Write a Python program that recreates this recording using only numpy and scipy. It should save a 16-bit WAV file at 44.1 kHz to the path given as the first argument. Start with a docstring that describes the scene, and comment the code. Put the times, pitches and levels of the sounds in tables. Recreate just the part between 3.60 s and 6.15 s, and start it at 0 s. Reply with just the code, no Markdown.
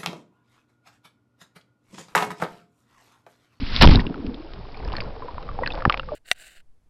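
"""A waterproof camera plunges into a swimming pool. Spray patters down, then the surface slams over
the microphone and overloads it. Under water a cloud of trapped air gurgles, rising in pitch, while
small bubbles churn and the current buffets the housing. Near the surface again, single bubbles
plip and pop right at the microphone, each ringing briefly as it pinches off."""
import sys
import numpy as np
from scipy import signal
from scipy.fft import rfft, irfft
from scipy.io import wavfile
from scipy.ndimage import uniform_filter1d

SR = 44100
rng = np.random.default_rng(int(sys.argv[2]) if len(sys.argv) > 2 else 0)


def pcm_store(signal):
    """Save signal as 16-bit PCM."""
    levels = np.round(np.clip(np.atleast_2d(signal), -1, 1) * 32767)
    wavfile.write(sys.argv[1], SR, levels.astype(np.int16).T)


N = 112454


def from_db(db):
    return 10 ** (np.asarray(db) / 20)


def unit_rms(x):
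    return x / np.sqrt(np.mean(x ** 2) + 1e-20)


def curves(rows):
    """Columns after the first (time), interpolated to every sample."""
    times_s, *columns = np.transpose(rows)
    return [np.interp(np.arange(N) / SR, times_s, column) for column in columns]


def add(out, start_s, x):
    i = int(start_s * SR)
    out[i:i + len(x)] += x[:N - i]


def gain_at(spectrum, hz):
    points_hz, db = np.transpose(spectrum)
    return from_db(np.interp(np.log(hz), np.log(points_hz), db))


def noise(spectrum):
    """Shaped noise, rolled off beyond the spectrum's ends; rms 1."""
    hz = np.arange(1, N // 2 + 2) * SR / N
    rolloff = np.minimum(hz / spectrum[0][0], 1) ** 2 * np.minimum(spectrum[-1][0] / hz, 1) ** 2
    return unit_rms(irfft(rfft(rng.standard_normal(N)) * gain_at(spectrum, hz) * rolloff, N))


def drift(rate_hz):
    """Slow random motion; rms 1."""
    pole = np.exp(-2 * np.pi * rate_hz / SR)
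    return unit_rms(signal.lfilter([1], [1, -2 * pole, pole * pole], rng.standard_normal(N + SR))[SR:])


def levelled(x, span_s):
    """Hold the running rms at 1."""
    return x / np.sqrt(uniform_filter1d(x ** 2, max(int(span_s * SR), 2)) + 1e-6)


def burst(decay_s):
    """Short decaying noise."""
    t = np.arange(SR // 20) / SR
    return rng.standard_normal(len(t)) * np.exp(-t / decay_s)


def soft_clip(x, ceiling, hardness):
    return x / (1 + (x / ceiling) ** hardness) ** (1 / hardness)


def swarm(spectrum, per_s, t60_cycles, spread_db, sizes=80):
    """Random bubbles, one click-driven resonator per size; rms 1."""
    out = np.zeros(N)
    for hz in np.geomspace(spectrum[0][0], spectrum[-1][0], sizes):
        wait, strength, sign = rng.random((N // 200, 3)).T
        onsets = (np.cumsum(-np.log(wait)) * SR * sizes / per_s).astype(int)
        heights = np.sign(sign - .5) * from_db(spread_db * np.minimum(-np.log(strength), np.pi))
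        clicks = np.full(N, 1e-18)
        clicks[onsets[onsets < N]] = heights[onsets < N]
        radius, angle = from_db(-60 * hz / (t60_cycles * SR)), 2 * np.pi * hz / SR
        rings = signal.lfilter([1, -1], [1, -2 * radius * np.cos(angle), radius * radius], clicks)
        out += gain_at(spectrum, hz) * hz * rings
    return levelled(unit_rms(out), span_s=0.039)


def buffeting():
    """Water on the housing: heaving pressure, small eddies, gulps that suck and slaps that push."""
    # heave: (time [s], level [dB])
    heave_levels = [(0, -31.5), (.19, -23.5), (.225, -9), (.28, -9.5), (.35, -9.5), (.4, -20.5),
                    (.48, -37.5), (.7, -37), (.8, -41), (1.21, -35), (1.28, -29), (1.4, -29), (1.62, -41),
                    (2.03, -30), (2.55, -39.5)]
    # heave and eddy spectra: (frequency [Hz], level [dB])
    heave_spectrum = [(15, 5), (35, -4.5), (70, -10), (140, -24.5), (600, -57.5)]
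    eddy_spectrum = [(110, 1.5), (200, -2.5), (600, -27.5)]
    # pressure pulses: (time [s], level [dB], half width [s])
    gulps = [(0.215, -3.5, 0.0029), (.261, 5.5, 0.002), (.275, 0, 0.00041), (.303, -10, 0.0028),
             (0.321, -2.5, 0.0013), (.367, -2.5, 0.00084), (0.679, -20, 0.0016), (2.2625, -8, 0.00035),
             (2.2775, -5, 0.00069)]
    slaps = [(.035, -15, 0.0015), (.268, 9.5, 0.0019), (.281, 7, 0.003), (.329, 0.5, 0.0042)]
    heave_db, = curves(heave_levels)
    eddy_db = 1.29 * heave_db - 4  # eddies grow faster than the heave
    out = from_db(heave_db + 2.45 * drift(33)) * levelled(noise(heave_spectrum), span_s=0.033)
    out += from_db(eddy_db + 4.75 * drift(15)) * noise(eddy_spectrum)
    t = np.arange(N) / SR
    for pulses, polarity in ((gulps, -1), (slaps, 1)):
        for centre_s, db, width_s in pulses:
            widths = np.clip((t - centre_s) / width_s, -20, 20)
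            rebound = .28 * np.exp(-(widths / 4 - 1) ** 2)
            out += polarity * from_db(db) * (1 / np.cosh(widths) - rebound)
    return out


def close_bubbles():
    """Each bubble snaps off, drops onto its pitch as it rounds off and rings down, wobbling."""
    # single bubbles: (time [s], pitch [Hz], level [dB], t60 [s])
    bubbles = [(0.1633, 3560, -3, 0.0024), (0.3568, 3750, -6.5, 0.0065), (0.3948, 1850, -19, 0.01),
               (.467, 2700, -20.5, 0.0044), (.543, 1250, -21, 0.0085), (0.7437, 3300, -29, 0.004),
               (1.1447, 2300, -36, 0.014), (1.171, 4300, -37, 0.0088), (1.337, 1014, -20.5, 0.013),
               (1.366, 4282, -29.5, 0.013), (1.4044, 2290, -16.5, 0.0046), (1.407, 4550, -28, 0.014),
               (1.622, 1010, -24, 0.058), (1.684, 940, -26, 0.045), (1.781, 940, -21, 0.018),
               (1.8894, 1150, -26, .032), (1.9895, 737, -13, 0.02), (2.022, 490, -17.5, 0.02),
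               (2.0337, 935, -16.5, 0.015), (2.0354, 1884, -25, 0.037), (2.063, 1597, -15.5, 0.024),
               (2.061, 2470, -18, 0.0074), (2.075, 1560, -15, 0.016), (2.0742, 4200, -21, 0.0083),
               (2.104, 2550, -23.5, 0.011), (2.121, 3500, -23, 0.009), (2.206, 1620, -23, 0.019),
               (2.2218, 1250, -18.5, 0.0088), (2.2523, 1110, -2, 0.012), (2.2527, 1740, -9.5, 0.017),
               (2.256, 784, -11, 0.02), (2.2972, 1156, -6, 0.016), (2.297, 2650, -7.5, 0.0054),
               (2.303, 1160, -8.5, 0.01), (2.3243, 2100, -12, 0.0043), (2.3426, 1150, -14, 0.009),
               (2.3424, 2270, -15, 0.0082), (2.396, 1250, -17.5, 0.011), (2.396, 2743, -21.5, 0.021),
               (2.4322, 1260, -27.5, 0.0083), (2.4873, 1173, -29, 0.034), (2.519, 590, -27, 0.1)]
    onset_cycles, settle_cycles, wobble_cycles = 0.13, 2.3, 7
    out, t = np.zeros(N), np.arange(SR // 5) / SR
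    for start_s, hz, db, t60_s in bubbles:
        wobble = .02 * np.sin(2 * np.pi * (hz * t / wobble_cycles + rng.random()))
        sharpening = 0.12 * np.exp(-hz * t / settle_cycles)
        cycles = np.cumsum(hz * (1 + sharpening + wobble)) / SR
        swell = 1 - np.exp(-cycles / onset_cycles)
        decay = from_db(-60 * (t / t60_s) ** 1.25)
        ring = swell * decay * np.sin(2 * np.pi * cycles)
        add(out, start_s, from_db(db) * ring)
        # Echoes off surface and foam blur the fainter, farther bubbles most.
        reflections = burst(decay_s=0.0025)
        echoes = signal.fftconvolve(ring, reflections / np.linalg.norm(reflections))
        add(out, start_s, from_db(0.62 * db - 12.5) * echoes)
        snap = burst(decay_s=0.0003)
        add(out, start_s, from_db(db - 24.5) * snap)
    return out


def spray():
    """Droplets and foam: fine grains in a hiss, breaking into ragged sheets when strongest."""
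    # spray in air and as the surface closes: (time [s], level [dB])
    levels = [(0, -41), (.12, -35.5), (.16, -28), (.206, -31.5), (.214, -11), (.229, -4), (.24, -14.5),
              (.255, -17.5), (.34, -27.5), (.368, -34.5), (.385, -51), (.403, -30), (.425, -57)]
    # spray spectrum: (frequency [Hz], level [dB])
    spectrum = [(500, -9), (1200, -1), (3800, 0), (5800, -5.5)]
    db, = curves(levels)
    force = (db - db.min()) / np.ptp(db)
    grains = swarm(spectrum, per_s=4500, t60_cycles=16, spread_db=4)
    ragged_db = 3 * force ** 2 * drift(140)
    return from_db(db + ragged_db) * unit_rms(grains + from_db(-2) * noise(spectrum))


def air_cloud():
    """Trapped air throbs in uneven glugs; the pitch dips, then climbs as the cloud breaks up."""
    # cloud resonance: (time [s], pitch [Hz], level [dB])
    resonance = [(0, 260, -43), (.19, 230.8, -43), (.29, 150.5, -13), (.42, 224.9, -37), (.57, 258, -33.5),
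                 (.75, 268.4, -39), (.82, 311.7, -43), (1, 410.7, -54), (2.15, 519.7, -43),
                 (2.47, 522.5, -47), (2.55, 420.6, -32.5)]
    hz, db = curves(resonance)
    phase = 2 * np.pi * np.cumsum(hz) / SR
    cloud, small_pockets = (drift(38) * np.cos(p) + drift(50) * np.sin(p) for p in (phase, 1.7 * phase))
    gurgle = levelled(cloud + from_db(-11.5) * small_pockets, span_s=0.16)
    return from_db(db + 4.6 * drift(19)) * gurgle


def small_bubbles():
    """A crowd of small bubbles churns; the tiniest burst in a dry fizz."""
    # churn and fizz: (time [s], level [dB])
    churn_levels = [(0, -69), (.205, -43), (.216, -17.5), (.245, -12.5), (.3, -25.5), (.375, -30.5),
                    (.42, -38.5), (.6, -48), (1.12, -48), (1.23, -40.5), (1.34, -37), (1.55, -43.5),
                    (1.97, -45.5), (2.09, -39.5), (2.18, -34), (2.24, -43.5), (2.34, -35), (2.45, -66),
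                    (2.55, -38)]
    fizz_levels = [(.4, -60), (.6, -67), (1.1, -62), (1.38, -41), (1.53, -79), (1.95, -72.5), (2.12, -53),
                   (2.45, -72)]
    # their spectra: (frequency [Hz], level [dB])
    churn_spectrum = [(250, 1.5), (450, -3.5), (700, 2), (1050, -2), (1400, -11.5), (2800, -38.5)]
    fizz_spectrum = [(1300, 3), (2300, 17.5), (3500, -9.5), (4600, 12.5), (5600, -8.5)]
    churn_db, = curves(churn_levels)
    fizz_db, = curves(fizz_levels)
    fizz = swarm(fizz_spectrum, per_s=500, t60_cycles=20, spread_db=10)
    churn = swarm(churn_spectrum, per_s=1500, t60_cycles=20, spread_db=5)
    return from_db(churn_db) * churn + from_db(fizz_db) * fizz


def film_ticks():
    """Thin films burst with a pitchless tick."""
    # bursting films: (time [s], level [dB])
    ticks = [(0.2733, 0), (0.6652, -27), (0.935, -28.5), (1.328, -27), (1.366, -19), (1.827, -28.5),
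             (2.1517, -24), (2.3239, -17), (2.374, -18.5)]
    lowpass = signal.butter(2, 3960, fs=SR, output="sos")
    out = np.zeros(N)
    for start_s, db in ticks:
        add(out, start_s, from_db(db) * signal.sosfilt(lowpass, burst(decay_s=0.0023)))
    return out


def hiss():
    """Faint, steady, dull noise floor."""
    # floor spectrum: (frequency [Hz], level [dB])
    spectrum = [(100, 22), (700, 9), (5000, 0)]
    return from_db(-55.5) * noise(spectrum)


def scene():
    """All water sounds over the hiss; mono."""
    water = buffeting() + spray() + small_bubbles() + air_cloud() + close_bubbles() + film_ticks()
    return (water + hiss())[None]


def record(dry):
    """The microphone overloads; the camera cuts the treble to a weak skirt and clips peaks again."""
    edge_hz, skirt_hz, cutoff_hz = 5300, (5500, 5950), 16000
    overloaded = soft_clip(dry, ceiling=0.74, hardness=6)
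    narrow = signal.sosfilt(signal.cheby1(10, .3, edge_hz, fs=SR, output="sos"), overloaded)
    skirt = signal.sosfilt(signal.butter(4, skirt_hz, "band", fs=SR, output="sos"), overloaded)
    clipped = soft_clip(narrow + from_db(-14.5) * skirt, ceiling=0.82, hardness=24)
    return signal.sosfilt(signal.cheby2(20, 60, cutoff_hz, fs=SR, output="sos"), clipped)


dry = scene()
out = record(dry)
pcm_store(out)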